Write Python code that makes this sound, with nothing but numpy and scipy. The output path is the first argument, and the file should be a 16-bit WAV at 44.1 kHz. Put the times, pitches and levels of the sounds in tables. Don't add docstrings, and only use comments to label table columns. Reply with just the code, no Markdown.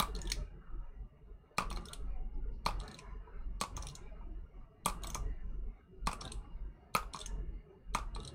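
import sys
import numpy as np
from scipy import signal
from scipy.fft import rfft, irfft, next_fast_len
from scipy.io import wavfile
from scipy.ndimage import uniform_filter1d

SR = 44100
rng = np.random.default_rng(int(sys.argv[2]) if len(sys.argv) > 2 else 0)


def voltage_ratio(level):
    return 10 ** (np.asarray(level, float) / 20)


def generate_wav(sig):
    pcm = np.round(np.clip(np.atleast_2d(sig).T, -1, 1) * 32767).astype(np.int16)
    wavfile.write(sys.argv[1], SR, pcm)


N = 367794
TIME = np.arange(N) / SR
SLOW_STEP = 40

# (frequency [Hz], density [dB per Hz])
LOW_ROOM = [(41, -36), (70, -4.5), (103, -13), (145, -7.5), (297, -19.5), (420, -15), (560, -34.5),
            (730, -51.5), (1230, -120)]
# (frequency [Hz], density [dB per Hz])
MID_ROOM = [(330, -42.5), (560, 0), (1020, -3), (1330, -1.5), (1480, -7.5), (2340, -12), (2880, -27.5),
            (3180, -37.5), (4030, -26), (5070, -35.5), (6000, -34), (7800, -77), (13200, -120)]
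WHINE_HZ, WHINE_DB, HISS_DB = 2830, -15.5, -95.5
OPEN_RISE_DB_PER_S, CLOSE_DB_PER_S, OPEN_S, START_DB = 150.0, 43, 0.067, 8.0
LOW_SHUT_DB, LOW_OPEN_DB, LOW_UNDER_SHAKE_DB = -72, -63.5, -29
MID_SHUT_DB, MID_OPEN_DB = -74.5, -61

# (start [s], length [s], shake [dB])
LEANS = [(0.035, 0.39, -40), (.5, 0.11, -54), (0.74, 0.089, -44.5), (0.999, 0.035, -44.5),
         (1.266, 0.081, -51), (1.668, 0.12, -41), (2.02, 0.24, -41.5), (2.36, 0.21, -41), (2.67, 0.14, -40),
         (3.086, 0.12, -46), (3.37, 0.2, -42.5), (3.73, 0.14, -46), (4.022, 0.36, -49),
         (4.383, 0.059, -46.5), (4.573, 0.052, -50.5), (4.892, 0.23, -45.5), (5.172, 0.15, -38),
         (5.45, .25, -43), (6.056, 0.042, -37), (6.16, 0.09, -54), (6.339, 0.051, -41.5),
         (6.549, 0.14, -43.5), (7.014, 0.058, -44), (7.275, 0.28, -40.5), (7.911, .28, -42)]
# (start [s], length [s], level [dB])
SWAYS = [(.72, 0.17, -43.5), (1.617, .08, -51), (1.988, 0.26, -41.5), (2.363, 0.11, -43.5),
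         (2.646, 0.085, -49), (3.38, 0.14, -49.5), (4.019, 0.31, -49), (4.577, 0.063, -54),
         (4.882, .1, -48), (5.352, 0.33, -45.5), (5.97, .1, -58.5), (6.553, 0.092, -50.5),
         (7.903, 0.044, -52.5)]
LEAN_RISE_DB_PER_S, LEAN_FALL_DB_PER_S = 260.0, 302.5
STILL_DB, SWAY_UNDER_SHAKE_DB = -73.5, -8.5

# (time [s], level [dB], pitch [Hz], length [s])
RUSTLES = [(2.35, -84, 5100, 0.012), (2.55, -78.5, 4740, .025), (4.1, -76.5, 1580, 0.025),
           (4.13, -63, 634, 0.022), (0.75, -68, 1287, 0.14), (3.33, -70, 1510, 0.075),
           (5.95, -58.5, 380, 0.044), (7.72, -61, 392, 0.063), (4.78, -73, 695, 0.0176),
           (3.9, -54.5, 139, 0.034), (4.3, -60.5, 333, 0.069), (3.3, -59.5, 450, 0.046),
           (2.19, -67.5, 748, .08), (6.85, -66, 713, .05), (1.05, -60, 120, 0.057)]
RUB_DB, RUB_FADE_DB_PER_S, SLIP_DB = -79.5, 129, -36
TICKS_PER_S, TICK_DB, TICK_S = 90.0, 13, 0.0017
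# (time [s], peak [dB], pitch [Hz])
KNOCKS = [(1.296, -57, 401), (1.511, -54, 452), (2.003, -52, 423), (2.047, -68, 305), (2.203, -53, 429),
          (2.457, -50, 428), (2.511, -53, 423), (3.273, -49.5, 970), (4.211, -50.5, 940), (5.544, -67, 367),
          (7.541, -50.5, 300)]
# (frequency [Hz], level [dB], t60 [s])
HOLLOW = [(189, -8.5, 0.19), (482, -13, 0.054), (601, -8.5, 0.047), (912, -7.5, 0.11), (1000, -3.5, 0.077),
          (1160.4, -2.5, 0.3), (2185, -12.5, .03), (2440, -13.5, 0.14), (3400, -9.5, 0.018)]

# (frequency [Hz], density [dB per Hz])
CRACK = [(880, -33.5), (1500, -13.5), (2900, -1.5), (3980, 2), (4880, -2), (6390, -1), (7100, -0.5),
         (9370, -1.5), (10000, 0.5), (10500, -24.5), (13600, -55), (22000, -120)]
# (frequency [Hz], density [dB per Hz])
EDGE = [(9500, -35), (10500, 2), (11600, -6), (12500, -18), (13200, -12.5), (14500, -3), (15600, -6),
        (16300, -22.5)]
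CARD_HZ = [2327, 4290, 5520, 6400, 8290, 9370]
# (time [s], crack rms [dB], blow on the hollow [dB], pitch of the air gap [Hz], share above 10 kHz [dB])
SNAPS = [
    (0.0002, -22, -21.5, 3910, -6),
    (1.5828, -24, -21.5, 2500, -19.5),
    (2.662, -24.5, -22, 4280, -18.5),
    (3.6126, -25.5, -24, 4290, -19),
    (4.859, -22.5, -22, 3400, -6.5),
    (6.0714, -27.5, -23, 2250, -15.5),
    (6.9499, -23.5, -20, 2560, -8),
    (7.9483, -26, -23.5, 2263, -19),
]
SNAP_MS = 2.2
TOUCH_LEAD_S, TOUCH_DB, TOUCH_HZ = 0.0085, -46.5, 4300
# (time [s], crack rms [dB], blow on the hollow [dB])
BOUNCES = [(0.0249, -32, -30), (0.052, -69, -56), (1.6049, -45, -30), (1.621, -46, -31.5), (1.63, -63, -40),
           (2.687, -42, -30), (2.708, -50, -38), (3.6224, -56, -33.5), (3.637, -40.5, -31.5),
           (4.8758, -46, -34.5), (4.8806, -47, -31.5), (4.8851, -37.5, -41), (4.8984, -41, -36),
           (5.1519, -50, -31), (6.0902, -54, -30), (6.1147, -42, -36.5), (6.1305, -37, -33.5),
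           (6.9647, -34, -39), (6.9901, -55, -39), (7.029, -67, -39), (7.971, -56, -31.5),
           (7.9864, -46, -35), (7.996, -60, -41)]
BOUNCE_HZ, BOUNCE_MS, BOUNCE_TOP_DB = 2450, 2.3, -17.5
# (time [s], edge rms [dB], gap pitch [Hz], face lag [ms], blow [dB])
PAIRS = [(1.7029, -40.5, 3650, 9.5, -32), (1.7615, -40.5, 4180, 9.9, -34), (2.801, -42, 4100, 10.6, -41.5),
         (3.7672, -35, 6400, 7.1, -35.5), (3.8247, -40, 6100, 8.1, -40), (5.036, -37, 3950, 7.9, -35.5),
         (6.2111, -38, 5600, 6.3, -36.5), (7.1362, -37, 4450, 8.9, -33.5), (7.161, -42, 6400, 9.5, -38.5),
         (8.1497, -40.5, 4130, 11.8, -36.5)]
EDGE_MS, FACE_MS, FACE_HZ, FACE_UNDER_BLOW_DB = 2.6, 4.8, 4200, -12.5
# (time [s], rms [dB], gap pitch [Hz])
CARDS = [(0.1504, -38.5, 4350), (0.1625, -42, 4300), (0.1886, -48, 2440), (0.2161, -36.5, 5400),
         (0.253, -50.5, 3800), (0.2731, -39.5, 3600), (0.3004, -36, 3700), (1.727, -42.5, 2330),
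         (1.8552, -42, 5360), (1.885, -42, 3630), (2.835, -56, 4200), (2.879, -42.5, 4400),
         (2.914, -47, 4300), (2.944, -42, 4120), (3.869, -37.5, 3760), (3.8863, -43, 4020),
         (3.8986, -50, 4340), (5.0707, -37.5, 7930), (5.102, -36.5, 6400), (6.2419, -56, 3980),
         (6.252, -39, 3740), (6.2766, -41.5, 3940), (7.1905, -41, 8400), (7.2036, -42.5, 3530),
         (7.2135, -38.5, 3600), (8.202, -43, 3840), (8.232, -51, 4000), (8.2495, -41, 4000)]
# (start [s], last card [s], its rms [dB], its gap pitch [Hz], share above 10 kHz [dB])
RIFFLES = [
    (0.158, 0.318, -24, 4380, -15),
    (1.73, 1.9323, -35.5, 4240, -15),
    (2.797, 2.9882, -42, 2580, -21),
    (3.779, 3.952, -40, 7130, -11),
    (5.023, 5.146, -29, 6400, -9),
    (6.202, 6.318, -36.5, 4120, -26),
    (7.145, 7.2595, -35.5, 6390, -21),
    (8.167, 8.2752, -38.5, 4100, -39),
]
CARD_MS, LAST_MS = 3.5, 7.5

# (frequency [Hz], t60 [s])
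TAIL = [(300, 0.45), (1300, 0.15), (4000, 0.17), (10000, 0.16), (16000, .12)]
# (centre [Hz], width [Hz], gain [dB])
HELD = [(4740, 160, -15), (7270, 130, -18), (10900, 430, -5), (12400, 440, -8.5), (13370, 300, -6),
        (16300, 500, -18.5)]
STRIPE_DB, STRIPE_FROM_HZ, STRIPE_FULL_HZ = 3, 1300, 11000
GATE_FROM_HZ, GATE_SHARE, GATE_DB, GATE_FRAMES, GATE_OPENS_DB = 10300, 0.1, -20, 7, -62


def rms_one(x):
    return x / np.sqrt(np.mean(x ** 2) + 1e-20)


def at_hz(points, hz):
    table_hz, values = np.array(points)[:, 0], np.array(points)[:, 1]
    return np.interp(np.log(hz + 1), np.log(table_hz), values)


def drift(rate):
    r = np.exp(-2 * np.pi * rate * SLOW_STEP / SR)
    chance = rng.standard_normal(N // SLOW_STEP + 2002)
    return rms_one(signal.lfilter([1], [1, -2 * r, r * r], chance)[2000:])


def swell(slow_db):
    return np.interp(np.arange(N) / SLOW_STEP, np.arange(len(slow_db)), voltage_ratio(slow_db))


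def plateau(start, end, level_db, rise, fall):
    return voltage_ratio(level_db - rise * np.maximum(start - TIME, 0) - fall * np.maximum(TIME - end, 0))


def ring(x, hz, t60):
    r = voltage_ratio(-60 / (t60 * SR))
    w = 2 * np.pi * hz / SR
    return signal.lfilter([0, np.sin(w)], [1, -2 * r * np.cos(w), r * r], x + 1e-18)


def bands(low_hz, high_hz, count):
    edges = np.geomspace(low_hz, high_hz, count + 1)
    return [(np.sqrt(a * b), signal.butter(2, [a, b], "band", fs=SR, output="sos"))
            for a, b in zip(edges, edges[1:])]


def coloured(spectrum):
    size = next_fast_len(N)
    white = rfft(rng.standard_normal(size))
    hz = np.arange(len(white)) * SR / size
    return rms_one(irfft(white * voltage_ratio(at_hz(spectrum, hz)), size)[:N])


def patchy(spectrum, low_hz, high_hz, count, patch_db, rate):
    noise, together = coloured(spectrum), drift(5.6)
    out = 0
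    for _, sos in bands(low_hz, high_hz, count):
        gain = swell(patch_db * (drift(rate) + 0.5 * together))
        out = out + gain * signal.sosfilt(sos, noise)
    return rms_one(out)


def room(low_db, mid_db, shake_db):
    whine = voltage_ratio(WHINE_DB) * rms_one(ring(rng.standard_normal(N), WHINE_HZ, 0.09))
    rumble = coloured([(45, -44), (60, 2.5), (90, -4.5), (140, -8.5), (260, -17.5), (400, -71.5)])
    bass = voltage_ratio(shake_db - 16.5) * rumble
    low = voltage_ratio(low_db + 7.5) * patchy(LOW_ROOM, 65, 600, count=10, patch_db=3.5, rate=15.0)
    mid = patchy(MID_ROOM, 520, 6505, count=24, patch_db=4.0, rate=4.1) + whine
    return bass + low + voltage_ratio(mid_db + 1.0) * mid + voltage_ratio(HISS_DB) * rng.standard_normal(N)


def leaning(events):
    return sum(plateau(s, s + long, db, LEAN_RISE_DB_PER_S, LEAN_FALL_DB_PER_S) for s, long, db in events)


def wobbling(hz, t60):
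    x = rms_one(ring(ring(rng.standard_normal(N), hz, t60), hz, t60))
    power = uniform_filter1d(uniform_filter1d(x ** 2, size=3000), size=3000)
    return x / np.sqrt(power + 0.078)


def desk(shake):
    wobble, sway = wobbling(44, 0.22), wobbling(23, 0.5)
    return shake * wobble + (leaning(SWAYS) + voltage_ratio(SWAY_UNDER_SHAKE_DB) * shake) * sway


def rustles():
    white = rng.standard_normal(N)
    out = 0
    for s, db, hz, long in RUSTLES:
        narrow = rms_one(ring(ring(white, hz, 20 / hz), hz, 20 / hz))
        out = out + voltage_ratio(db) * np.exp(-((TIME - s) / long) ** 2) * narrow
    return out


def rubbing():
    catches = (rng.random(N) < TICKS_PER_S / SR) * voltage_ratio(TICK_DB + 2.8 * rng.standard_normal(N))
    catches = signal.lfilter([1], [1, -np.exp(-1 / (TICK_S * SR))], catches + 1e-18)
    level = np.zeros(N)
    for start, last, *_ in RIFFLES:
        level += plateau(start, last, RUB_DB, 1800.0, RUB_FADE_DB_PER_S) * (1 + catches * (TIME < last))
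    for s, db, *_ in SNAPS[1:]:
        level[:round(s * SR)][-4096:] += voltage_ratio(db + SLIP_DB - 2500 * TIME[4095::-1])
    return level * swell(2.0 * drift(150.0)) * (coloured(CRACK) + voltage_ratio(-26.5) * coloured(EDGE))


def knocks():
    out, t = np.zeros(N), TIME[:4096]
    shape = (1 - np.exp(-t / 0.001)) * np.exp(-t / 0.014)
    for s, peak_db, hz in KNOCKS:
        out[round(s * SR):][:4096] += voltage_ratio(peak_db) * np.sin(2 * np.pi * hz * t) * shape
    return out


def blows():
    snapped = [(row[0], row[2]) for row in SNAPS + BOUNCES]
    return snapped + [(s + lag / 1000, db) for s, _, _, lag, db in PAIRS]


def hollow(hits):
    hz, level_db, t60 = np.transpose(HOLLOW)[..., None]
    out, t = np.zeros(N + 4096), TIME[:4096]
    chance = rng.standard_normal((len(hits), 2, len(HOLLOW), 1))
    for (s, blow_db), (strength, detune) in zip(hits, chance):
        decay = voltage_ratio(level_db + strength - 60 * t / t60)
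        modes = decay * np.sin(2 * np.pi * hz * (1 + 0.037 * detune) * t)
        open_s = 0.0035 + 0.00026 * max(blow_db + 39.0, 0)
        choke = 0.23 + 0.87 / (1 + np.exp((t - open_s) / 0.00051))
        attack = 1 - np.exp(-t / 0.001)
        out[round(s * SR):][:4096] += voltage_ratio(blow_db - 2.5) * attack * choke * modes.sum(axis=0)
    return out[:N]


def landings():
    starts, tops = np.transpose(RIFFLES)[[0, 4]]

    def top(s):
        return tops[np.argmin(np.abs(starts - s))]

    rows = [(s, db, hz, top_db, SNAP_MS) for s, db, _, hz, top_db in SNAPS]
    rows += [(s - TOUCH_LEAD_S, TOUCH_DB, TOUCH_HZ, BOUNCE_TOP_DB, SNAP_MS) for s, *_ in SNAPS[1:]]
    rows += [(s, db, BOUNCE_HZ, BOUNCE_TOP_DB, BOUNCE_MS) for s, db, _ in BOUNCES]
    rows += [(s, db, hz, top(s), EDGE_MS) for s, db, hz, *_ in PAIRS]
    rows += [(s + lag / 1000, db + FACE_UNDER_BLOW_DB, FACE_HZ, top(s), FACE_MS) for s, _, _, lag, db in PAIRS]
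    rows += [(s, db, hz, top_db, LAST_MS) for _, s, db, hz, top_db in RIFFLES]
    return rows + [(s, db, hz, top(s), CARD_MS) for s, db, hz in CARDS]


def cracks(slaps):
    lead = 512
    out, body, t = np.zeros(N + 4096), coloured(CRACK), TIME[:2560] - lead / SR
    after = np.maximum(t, 0)
    edge = patchy(EDGE, 8700, 19000, count=7, patch_db=4.0, rate=12.0)
    chance = rng.standard_normal((len(slaps), len(CARD_HZ)))
    for (s, level_db, gap_hz, top_db, ms), luck in zip(slaps, chance):
        i = round(s * SR)
        fall = (np.clip(ms, 2, 7) - 1) * 0.00037
        soft = np.clip((-level_db - 24.5) * 0.068, 0.12, 1)
        swelling = 0.1 * soft * np.exp(t / 0.002)
        burst = 1 - (1 - 0.1 * soft) * np.exp(-t / (0.6 * fall * soft))
        shape = np.where(t < 0, swelling, burst) * (np.exp(-after / fall) + 0.083 * np.exp(-after / 0.0076))
        puff = np.resize(body[i:], len(t)) * shape
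        card = sum(voltage_ratio(4.5 * k) * ring(puff, hz * (1 + 0.02 * k), 0.008) for hz, k in zip(CARD_HZ, luck))
        puff = puff + (0.12 + 0.1 * soft) * ring(puff, gap_hz, 0.012) + 0.07 * card
        high_pass = signal.butter(6, 0.8 * min(gap_hz, 4000), "high", fs=SR, output="sos")
        thin = signal.sosfilt(high_pass, puff)
        puff = (1 - soft ** 2.2) * puff + soft ** 1.5 * thin
        puff = puff / np.sqrt(uniform_filter1d(puff ** 2, size=66).max())
        top = np.resize(edge[i:], len(t)) * shape
        top = top / np.sqrt(uniform_filter1d(top ** 2, size=132).max())
        out[i:i + len(t)] += voltage_ratio(level_db - 3.0) * (puff + voltage_ratio(top_db - 2.0) * top)
    return out[lead:N + lead]


def reverberation(x):
    out, white = 0, rng.standard_normal((2, N))
    fill = np.exp(-1 / (0.0005 * SR))
    for k, (hz, sos) in enumerate(bands(291, 17000, count=20)):
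        energy = signal.lfilter([1 - fill], [1, -fill], signal.sosfilt(sos, x) ** 2)
        quick, slow = voltage_ratio(-120 / (at_hz(TAIL, hz) * np.array([0.7, 1.6]) * SR))
        early = signal.lfilter([1 - quick], [1, -quick], energy)
        late = signal.lfilter([1 - slow], [1, -slow], early * 0 + energy)
        energy = early + 0.32 * late
        out = out + np.sqrt(np.abs(energy)) * rms_one(signal.sosfilt(sos, white[k % 2]))
    return out


def suppressor(x):
    hz, s, frames = signal.stft(x, SR, nperseg=512)
    starts = np.sort([row[0] - 0.02 for row in RIFFLES + SNAPS])
    stage = np.maximum(np.searchsorted(starts, s) - 1, 0)
    luck = uniform_filter1d(rng.standard_normal((len(hz), len(starts))), size=2, axis=0)[:, stage]
    fresh = rng.standard_normal((len(hz), len(s)))[:, np.arange(len(s)) // GATE_FRAMES]
    loud = np.abs(frames[hz > 3000]).mean(axis=0) / voltage_ratio(GATE_OPENS_DB)
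    opening = uniform_filter1d(luck + 0.7 * fresh, size=3, axis=0) + uniform_filter1d(loud, size=5)
    gate_db = GATE_DB * (hz[:, None] > GATE_FROM_HZ) * (opening < GATE_SHARE)
    held_db = sum(db * np.exp(-((hz - centre_hz) / width) ** 2) for centre_hz, width, db in HELD)
    stripe_db = STRIPE_DB * np.clip((hz - STRIPE_FROM_HZ) / STRIPE_FULL_HZ, 0, 1)
    cut_db = (held_db[:, None] + stripe_db[:, None] * luck + gate_db) * (stage % 2)
    return signal.istft(frames * voltage_ratio(cut_db), SR, nperseg=512)[1][:N]


def scene():
    shake = voltage_ratio(STILL_DB) + leaning(LEANS)
    opened = sum(plateau(s, s + OPEN_S, 0, OPEN_RISE_DB_PER_S, CLOSE_DB_PER_S) for s, *_ in RIFFLES)
    opened = opened + plateau(0, 0, START_DB, 0, 130.0)
    low = voltage_ratio(LOW_SHUT_DB) + voltage_ratio(LOW_OPEN_DB) * opened + voltage_ratio(LOW_UNDER_SHAKE_DB) * shake
    mid = voltage_ratio(MID_SHUT_DB) + voltage_ratio(MID_OPEN_DB) * opened
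    shake_db, low_db, mid_db = 20 * np.log10([shake, low, mid])
    background = room(low_db, mid_db, shake_db) + desk(shake)
    cards = rustles() + rubbing() + knocks() + hollow(blows()) + cracks(landings())
    return (background + suppressor(cards + voltage_ratio(-8.5) * reverberation(cards)))[None]


def band_limit(x):
    return signal.sosfilt(signal.butter(12, 16860, fs=SR, output="sos"), x)


def record(dry):
    top_cut = signal.cheby2(10, 50, 16950, fs=SR, output="sos")
    mix = signal.sosfilt(top_cut, dry)
    return band_limit(mix)


dry = scene()
out = record(dry)
generate_wav(out)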